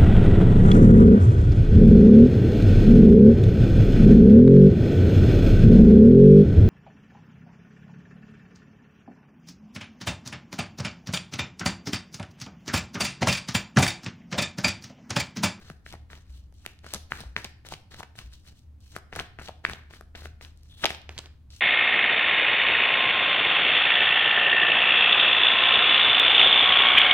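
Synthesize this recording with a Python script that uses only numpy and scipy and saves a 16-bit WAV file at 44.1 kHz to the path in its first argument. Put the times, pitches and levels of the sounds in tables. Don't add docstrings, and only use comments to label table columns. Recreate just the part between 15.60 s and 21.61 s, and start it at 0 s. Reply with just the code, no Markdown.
import sys
import numpy as np
from scipy import signal
from scipy.fft import rfft, irfft, next_fast_len
from scipy.io import wavfile
from scipy.ndimage import uniform_filter1d, map_coordinates

SR = 44100
rng = np.random.default_rng(int(sys.argv[2]) if len(sys.argv) > 2 else 0)


def log_audio(samples):
    frames = np.atleast_2d(samples).T
    limited = np.clip(frames, -1, 1)
    pcm = np.round(limited * 32767).astype(np.int16)
    wavfile.write(sys.argv[1], SR, pcm)


N = 264952

# start in seconds, blow gain in dB, ring in Hz,
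# edge crack in dB re the ring, packet thump gain in dB re the ring.
TAP_ROWS = [(0.1005, -29, 1340, -8, -1.5), (0.1041, -37, 149, -30, -18), (0.2637, -27.5, 1770, -22, -11),
            (0.3257, -32.5, 2870, -1, -8), (0.3396, -40.5, 730, -2, 7), (0.502, -37.5, 1760, -24, -17),
            (0.5318, -31.5, 1820, -36, -6), (0.553, -40, 2880, -4, -42), (0.9251, -56.5, 1440, 4, 4.5),
            (0.9409, -62, 4820, 11, -32), (1.0521, -39, 1450, -9, -32), (1.0626, -21, 2320, -1, -9),
            (1.19, -41.5, 3900, -16, -28), (1.244, -36, 1670, -11, 0), (1.265, -31.5, 1290, -2.5, -7),
            (1.306, -39, 2290, -5, -30), (1.3373, -24.5, 5240, 11, -2), (1.346, -15.5, 5200, -33, -24),
            (1.351, -41, 3590, 14, 8.5), (1.5155, -36, 3820, -10, -12), (1.5205, -12.5, 1530, -25, -25),
            (1.6051, -33.5, 3350, 6, 0.5), (1.612, -37.5, 160, -30, -22), (1.6363, -44.5, 695, -11, 3),
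            (1.7646, -9.5, 1950, -31, -20.5), (1.8452, -20.5, 4320, -6.5, -18),
            (1.8491, -22.5, 2670, -23, -6.5), (2.05, -37.5, 1800, -19, -3), (2.0878, -33, 3120, 3, -10),
            (2.1227, -26, 830, -3, -18), (2.1384, -22.5, 2870, -22, -11), (2.3183, -39, 1620, -26, -11),
            (2.3441, -33.5, 1710, -7, -5), (2.4057, -28, 900, -14, -44), (2.4301, -28, 1510, -7.5, -33),
            (2.4337, -28.5, 2350, -33, -5), (2.5544, -43, 1840, -12, -2), (2.5889, -25.5, 2890, -12, -17.5),
            (2.9924, -54, 4500, 5, -21.5), (3.2053, -55.5, 3850, 6.5, -15.5), (3.352, -36, 2040, -8, -9),
            (3.3641, -21.5, 1300, -4.5, -3), (3.3859, -40, 1030, 1, -6), (3.5272, -26.5, 1710, -35, -2),
            (3.534, -32, 2240, -30, -6), (3.5533, -27, 3170, -15, -8), (3.5612, -24.5, 1440, 1.5, -10),
            (3.5652, -28, 1470, -12, 4), (3.5919, -17.5, 1570, -15, -42), (3.5975, -16, 2900, -43, -39),
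            (3.6039, -26.5, 1550, -32, 2.5), (3.7879, -27.5, 1740, -36, -4.5),
            (3.7954, -30.5, 1420, -35, -11), (3.8144, -32, 1390, -36, -3), (3.8763, -29.5, 2910, -14, -24),
            (3.8854, -26.5, 2970, -11, -5), (3.892, -29.5, 675, -22, -6), (4.0414, -39, 1390, -27, 2),
            (4.0505, -6.5, 1760, -40, -19.5), (4.0974, -21, 1680, -8.5, -8), (4.1341, -23, 3180, -30, -8),
            (4.3085, -38.5, 2420, -16, -2), (4.3369, -32.5, 1660, -13, -8.5), (4.41, -33, 1265, -4, -1),
            (4.551, -29, 1670, -34, -4), (4.5552, -29, 3278, -36, -13), (4.6206, -38, 1490, -19, 1),
            (4.6565, -25.5, 1520, -15, -3), (4.811, -33.5, 2080, -26, -5.5),
            (4.8489, -31.5, 2740, -11, -33), (4.9744, -52.5, 4580, 6, -35.5), (5.0333, -46, 5070, -3, -26),
            (5.058, -55, 2500, -9, -13.5), (5.239, -10.5, 1620, -33.5, -15.5), (5.2428, -8, 3360, -36, -9),
            (5.2463, -16.5, 700, -32.5, -2.5), (5.2556, -6, 2920, -7, -23),
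            (5.2582, -17.5, 820, -30, -25.5), (5.2626, -10, 2800, -19.5, -28),
            (5.3052, -16.5, 2200, -11, -7.5), (5.3474, -25, 3020, -25, -12), (5.417, -39, 3510, -8, -33),
            (5.4925, -24, 2520, -13, -6), (5.5791, -20, 3380, -37, -31), (5.587, -22, 4390, -26, -24),
            (5.5901, -21.5, 3700, -24, -11), (5.6588, -33.5, 3230, -21, -12.5),
            (5.9044, -40, 4140, -12.5, -32)]
# frequency in Hz, gain in dB.
PACKET_MODES = [(210, -15), (430, -9.5), (690, -2.5)]


def taps():
    blow_samples = 1024
    out = np.zeros((2, N + blow_samples))
    t = np.arange(blow_samples) / SR
    rows = [*TAP_ROWS, *ticks()]
    chance = rng.standard_normal((len(rows), 4, blow_samples))
    crack_band = signal.butter(2, [2800, 11500], "bandpass", fs=SR, output="sos")
    thump = sum(undb(db) * ring(t, hz, cycles=0.68) for hz, db in PACKET_MODES)
    for (start_s, gain_db, hz, crack_db, thump_db), noise in zip(rows, chance):
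        crack = signal.sosfilt(crack_band, noise[:2] * t * np.exp(-t / 0.00022))
        crack = crack / np.max(np.abs(crack))
        rattle_band = signal.butter(3, [hz / 2, hz * 2], "bandpass", fs=SR, output="sos")
        rattle = level(signal.sosfilt(rattle_band, noise[2:]), -12) * np.exp(-t / 0.0017)
        body = ring(t, hz, cycles=0.74) + undb(thump_db) * thump
        blow = ports(body, start_s, stray=0.2 * noise[0, 0])
        blow = blow + undb(crack_db) * crack + rattle
        first = int(start_s * SR)
        out[:, first:first + blow_samples] += undb(gain_db) * blow
    return out[:, :N]


TICK_DB, TICK_SCATTER_DB, TICK_HZ = 5, 8, (1450, 4330)
TICK_CRACK_DB, TICK_THUMP_DB = -1, -13.5


def ticks(count=7):
    rows = []
    draws = rng.random((len(STROKE_ROWS), count, 3))
    for (touch_s, stop_s, touch_db, stop_db, *_), draw in zip(STROKE_ROWS, draws):
        for at, size, pitch in draw:
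            hiss_db = touch_db + at * (stop_db - touch_db)
            db = hiss_db + TICK_DB + TICK_SCATTER_DB * (2 * size - 1)
            hz = TICK_HZ[0] * (TICK_HZ[1] / TICK_HZ[0]) ** pitch
            start_s = min(touch_s + at * (stop_s - touch_s), N / SR)
            rows.append((start_s, db, hz, TICK_CRACK_DB, TICK_THUMP_DB))
    return rows


# frequency in Hz, relative density in dB per Hz.
HISS_SPECTRUM = [(1500, -25.5), (2500, 1.5), (3800, 5.5), (6500, -0.5), (9500, -8.5), (13000, -11),
                 (16000, -7)]
# frequency in Hz, relative density in dB per Hz.
SCRAPE_SPECTRUM = [(150, 15.5), (300, 8.5), (700, 3), (1700, 7), (2500, 1), (4000, -39)]


def slide():
    hiss_db, scrape_db = rubbing()
    grip_db = 3 * walk(200)
    grains = rng.standard_normal((4, N)) * undb(rng.exponential(size=(4, N)) + grip_db)
    hiss = 0
    for hz in 2500 * 2 ** np.arange(0, 3, 0.5):
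        band = [(hz / 1.7, -30), (hz / 1.2, 0), (hz * 1.2, 0), (hz * 1.7, -30)]
        hiss = hiss + colour(grains[:3], band) * undb(2.5 * walk(25))
    hiss = level(colour(hiss, HISS_SPECTRUM), -3) * undb(hiss_db)
    catches = undb(3.2 * rng.exponential(size=N))
    scrape = level(colour(grains[3] * catches, SCRAPE_SPECTRUM), 0) * undb(scrape_db)
    return ports(scrape + drawn_card(grains[3]) + hiss[0], np.arange(N) / SR) + hiss[1:]


# touch in seconds, stop in seconds, hiss gain at touch in dB, hiss gain at stop in dB,
# scrape gain at touch in dB, scrape gain at stop in dB.
STROKE_ROWS = [(0.0, 0.089, -65, -56, -56.5, -56), (0.256, 0.302, -58, -52.5, -80, -58),
               (0.504, 0.536, -61, -53, -58, -52), (0.642, 0.766, -75.5, -57.5, -72, -67),
               (0.94, 1.102, -73, -60, -93, -58), (1.24, 1.347, -61, -44.5, -51, -69),
               (1.509, 1.62, -51.5, -49.5, -45.5, -47), (1.77, 1.871, -49.5, -59, -39.5, -63),
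               (2.054, 2.153, -54.5, -60, -52.5, -62), (2.314, 2.409, -53, -60, -51.5, -58),
               (2.558, 2.593, -60.5, -48, -71, -50), (2.702, 2.737, -72, -54.5, -90, -66),
               (2.835, 2.877, -72, -55.5, -90, -58.5), (2.928, 2.989, -75, -64.5, -74, -88.5),
               (3.213, 3.335, -66, -59, -81.5, -81), (3.524, 3.61, -62, -51.5, -51.5, -47.5),
               (3.792, 3.863, -57.5, -49, -44.5, -56), (4.046, 4.118, -52, -48, -47, -42),
               (4.304, 4.355, -63, -54, -56, -55.5), (4.558, 4.662, -51, -58, -46, -64),
               (4.813, 4.831, -59, -51, -55, -51), (4.961, 5.15, -76.5, -65.5, -85.5, -75),
               (5.17, 5.222, -61, -46.5, -73.5, -60), (5.231, 5.302, -63, -44.5, -52, -47),
               (5.495, 5.56, -60.5, -62, -47.5, -61), (5.58, 5.655, -61, -63, -64, -53),
               (5.908, 6.006, -60, -56.5, -68, -71.5)]
# time in seconds, hiss gain in dB, scrape gain in dB.
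JAM_ROWS = [(0.335, -50.5, -42.5), (1.06, -53, -54.5), (1.269, -50.5, -48.5), (1.346, -44.5, -34.5),
            (1.849, -47, -42), (2.125, -40, -39.5), (2.397, -48, -46.5), (3.359, -45.5, -47.5),
            (3.567, -42.5, -38), (3.598, -40.5, -33), (3.888, -48.5, -43.5), (4.652, -47.5, -43),
            (5.246, -48, -34), (5.26, -61.5, -33), (5.588, -55, -41.5)]
TOUCH_DB_S, HISS_FADE_DB_S, SCRAPE_FADE_DB_S = 2001, 246, 225
JAM_RISE_DB_S, JAM_FALL_DB_S = 598, 604


def rubbing():
    now_s = np.arange(N) / SR
    gains_db = []
    for k, fade_db_s in enumerate((HISS_FADE_DB_S, SCRAPE_FADE_DB_S)):
        strokes = [ramp(now_s, r[0], r[1], r[2 + 2 * k], r[3 + 2 * k], TOUCH_DB_S, fade_db_s)
                   for r in STROKE_ROWS]
        jams = [ramp(now_s, r[0], r[0], r[1 + k], r[1 + k], JAM_RISE_DB_S, JAM_FALL_DB_S)
                for r in JAM_ROWS]
        gains_db.append(np.max(strokes + jams, axis=0))
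    return gains_db


DRAW_S, SURGE_S, LET_GO_S = 5.1, 5.19, 5.235
DRAW_HZ, DRAW_DB, LET_GO_DB = 3500, -59, -39.5


def drawn_card(grains):
    now_s = np.arange(N) / SR
    rasp = level(colour(grains, [(DRAW_HZ / 1.5, -25), (DRAW_HZ, 0), (DRAW_HZ * 1.4, -25)]), 0)
    drag_db = ramp(now_s, DRAW_S, SURGE_S, DRAW_DB, DRAW_DB, TOUCH_DB_S, TOUCH_DB_S)
    surge_db = ramp(now_s, SURGE_S, LET_GO_S, DRAW_DB, LET_GO_DB, TOUCH_DB_S, TOUCH_DB_S)
    return rasp * undb(np.maximum(drag_db, surge_db))


# time in seconds, left minus right in dB, lead of the left port in seconds.
PLACE_ROWS = [(5.35, 3, 1.1e-4), (5.5, -2, -7e-5), (5.75, -2, -7e-5), (5.9, 4, 1.1e-4)]


def ports(x, now_s, stray=0):
    at_s, pan_db, lead_s = np.transpose(PLACE_ROWS)
    pan_db = np.interp(now_s, at_s, pan_db) * (1 + stray)
    lead_samples = np.interp(now_s, at_s, lead_s * SR) * (1 + stray)
    index = np.arange(len(x))
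    return np.array([undb(side * pan_db) * map_coordinates(x, [index + side * lead_samples], order=3)
                     for side in (0.5, -0.5)])


# centre in Hz, t60 in seconds, band gain in dB.
ROOM_BANDS = [(208, 0.35, -46.5), (505, 0.47, -45.5), (1280, 0.53, -48), (2260, 0.48, -53),
              (3700, 0.44, -47), (8900, 0.29, -46.5)]
ECHO_S, ECHO_DB, TAIL_RISE_S = 0.0133, -17, 0.0039


def room(cards):
    t = np.arange(int(0.6 * SR)) / SR
    tail = np.zeros((2, len(t)))
    for hz, t60_s, db in ROOM_BANDS:
        band = [(hz / 3, -30), (hz / 1.65, 0), (hz * 1.41, 0), (hz * 3, -30)]
        mid, side = colour(rng.standard_normal((2, len(t))), band)
        side = side * min(hz / 1500, 1)
        tail += undb(db - 60 * t / t60_s) * [mid + side, mid - side]
    tail *= np.clip((t - ECHO_S) / TAIL_RISE_S, 0, 1)
    first = int(ECHO_S * SR)
    tail[:, first:first + 3] += undb(ECHO_DB) * np.array([0.25, 0.5, 0.25])
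    return signal.fftconvolve(cards[:1], tail, axes=1)[:, :N]


# start in seconds, gain in dB, floor mode in Hz, t60 in seconds.
STEP_ROWS = [(0.689, -38, 63.8, 0.95), (1.659, -32.5, 60, 0.28), (2.639, -35.5, 60.8, 0.37)]


def steps():
    out, t = np.zeros(N + SR), np.arange(SR) / SR
    for start_s, db, hz, t60_s in STEP_ROWS:
        first = int(start_s * SR)
        out[first:first + SR] += undb(db) * ring(t, hz, cycles=t60_s * hz / np.log(1000))
    return out[:N]


# centre in Hz, width in Hz, gain in dB.
HUM_MODES = [(42.85, 0.78, -62), (75.7, 1.63, -53), (113.4, 3.3, -64.5)]


def hum():
    out = 0
    for hz, width_hz, db in HUM_MODES:
        b, a = signal.iirpeak(hz, hz / width_hz, SR)
        out = out + level(signal.lfilter(b, a, rng.standard_normal(N)), db)
    return out


# frequency in Hz, relative density in dB per Hz.
RUMBLE_SPECTRUM = [(20, -6), (50, -22.5), (65, 3.5), (130, -11), (185, -17.5), (300, -21), (450, -47),
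                   (800, -57.5)]
# frequency in Hz, relative density in dB per Hz.
HUSH_SPECTRUM = [(300, -31), (500, -4), (3600, -18), (8100, -28), (16000, -40)]
RUMBLE_DB, HUSH_DB = -54, -81


def air():
    mid, side = colour(rng.standard_normal((2, N)), RUMBLE_SPECTRUM)
    side = colour(side, [(60, -16.0), (800, 0.5)])
    rumble = level(np.array([mid + side, mid - side]), RUMBLE_DB)
    hush = level(colour(rng.standard_normal((2, N)), HUSH_SPECTRUM), HUSH_DB)
    return rumble + hush


def undb(db):
    return 10 ** (np.asarray(db, float) / 20)


def level(x, db):
    return x * undb(db) / np.sqrt(np.mean(x ** 2))


def colour(x, points):
    n = next_fast_len(x.shape[-1])
    hz = np.maximum(np.arange(n // 2 + 1) * SR / n, 1)
    at_hz, db = np.transpose(points)
    gain = undb(np.interp(np.log(hz), np.log(at_hz), db))
    return irfft(rfft(x, n) * gain, n)[..., :x.shape[-1]]


def walk(rate_hz):
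    k = int(SR / rate_hz)
    held = np.repeat(rng.standard_normal(N // k + 1), k)
    return uniform_filter1d(held, k)[:N]


def ring(t, hz, cycles):
    swell = 1 - np.exp(-(3 * hz * t) ** 2)
    y = np.sin(2 * np.pi * hz * t) * swell * np.exp(-hz * t / cycles)
    return y / np.max(np.abs(y))


def ramp(now_s, start_s, stop_s, start_db, stop_db, rise_db_s, fall_db_s):
    at_s = [start_s - 60 / rise_db_s, start_s, stop_s, stop_s + 60 / fall_db_s]
    return np.interp(now_s, at_s, [start_db - 60, start_db, stop_db, stop_db - 60])


def scene():
    cards = taps() + slide()
    low = (hum() + steps()) * undb([[0.6], [-0.6]])
    return cards + room(cards) + air() + low


TOP_HZ = 15900


def record(dry):
    return signal.sosfilt(signal.ellip(10, 0.2, 70, TOP_HZ, fs=SR, output="sos"), dry)


dry = scene()
out = record(dry)
log_audio(out)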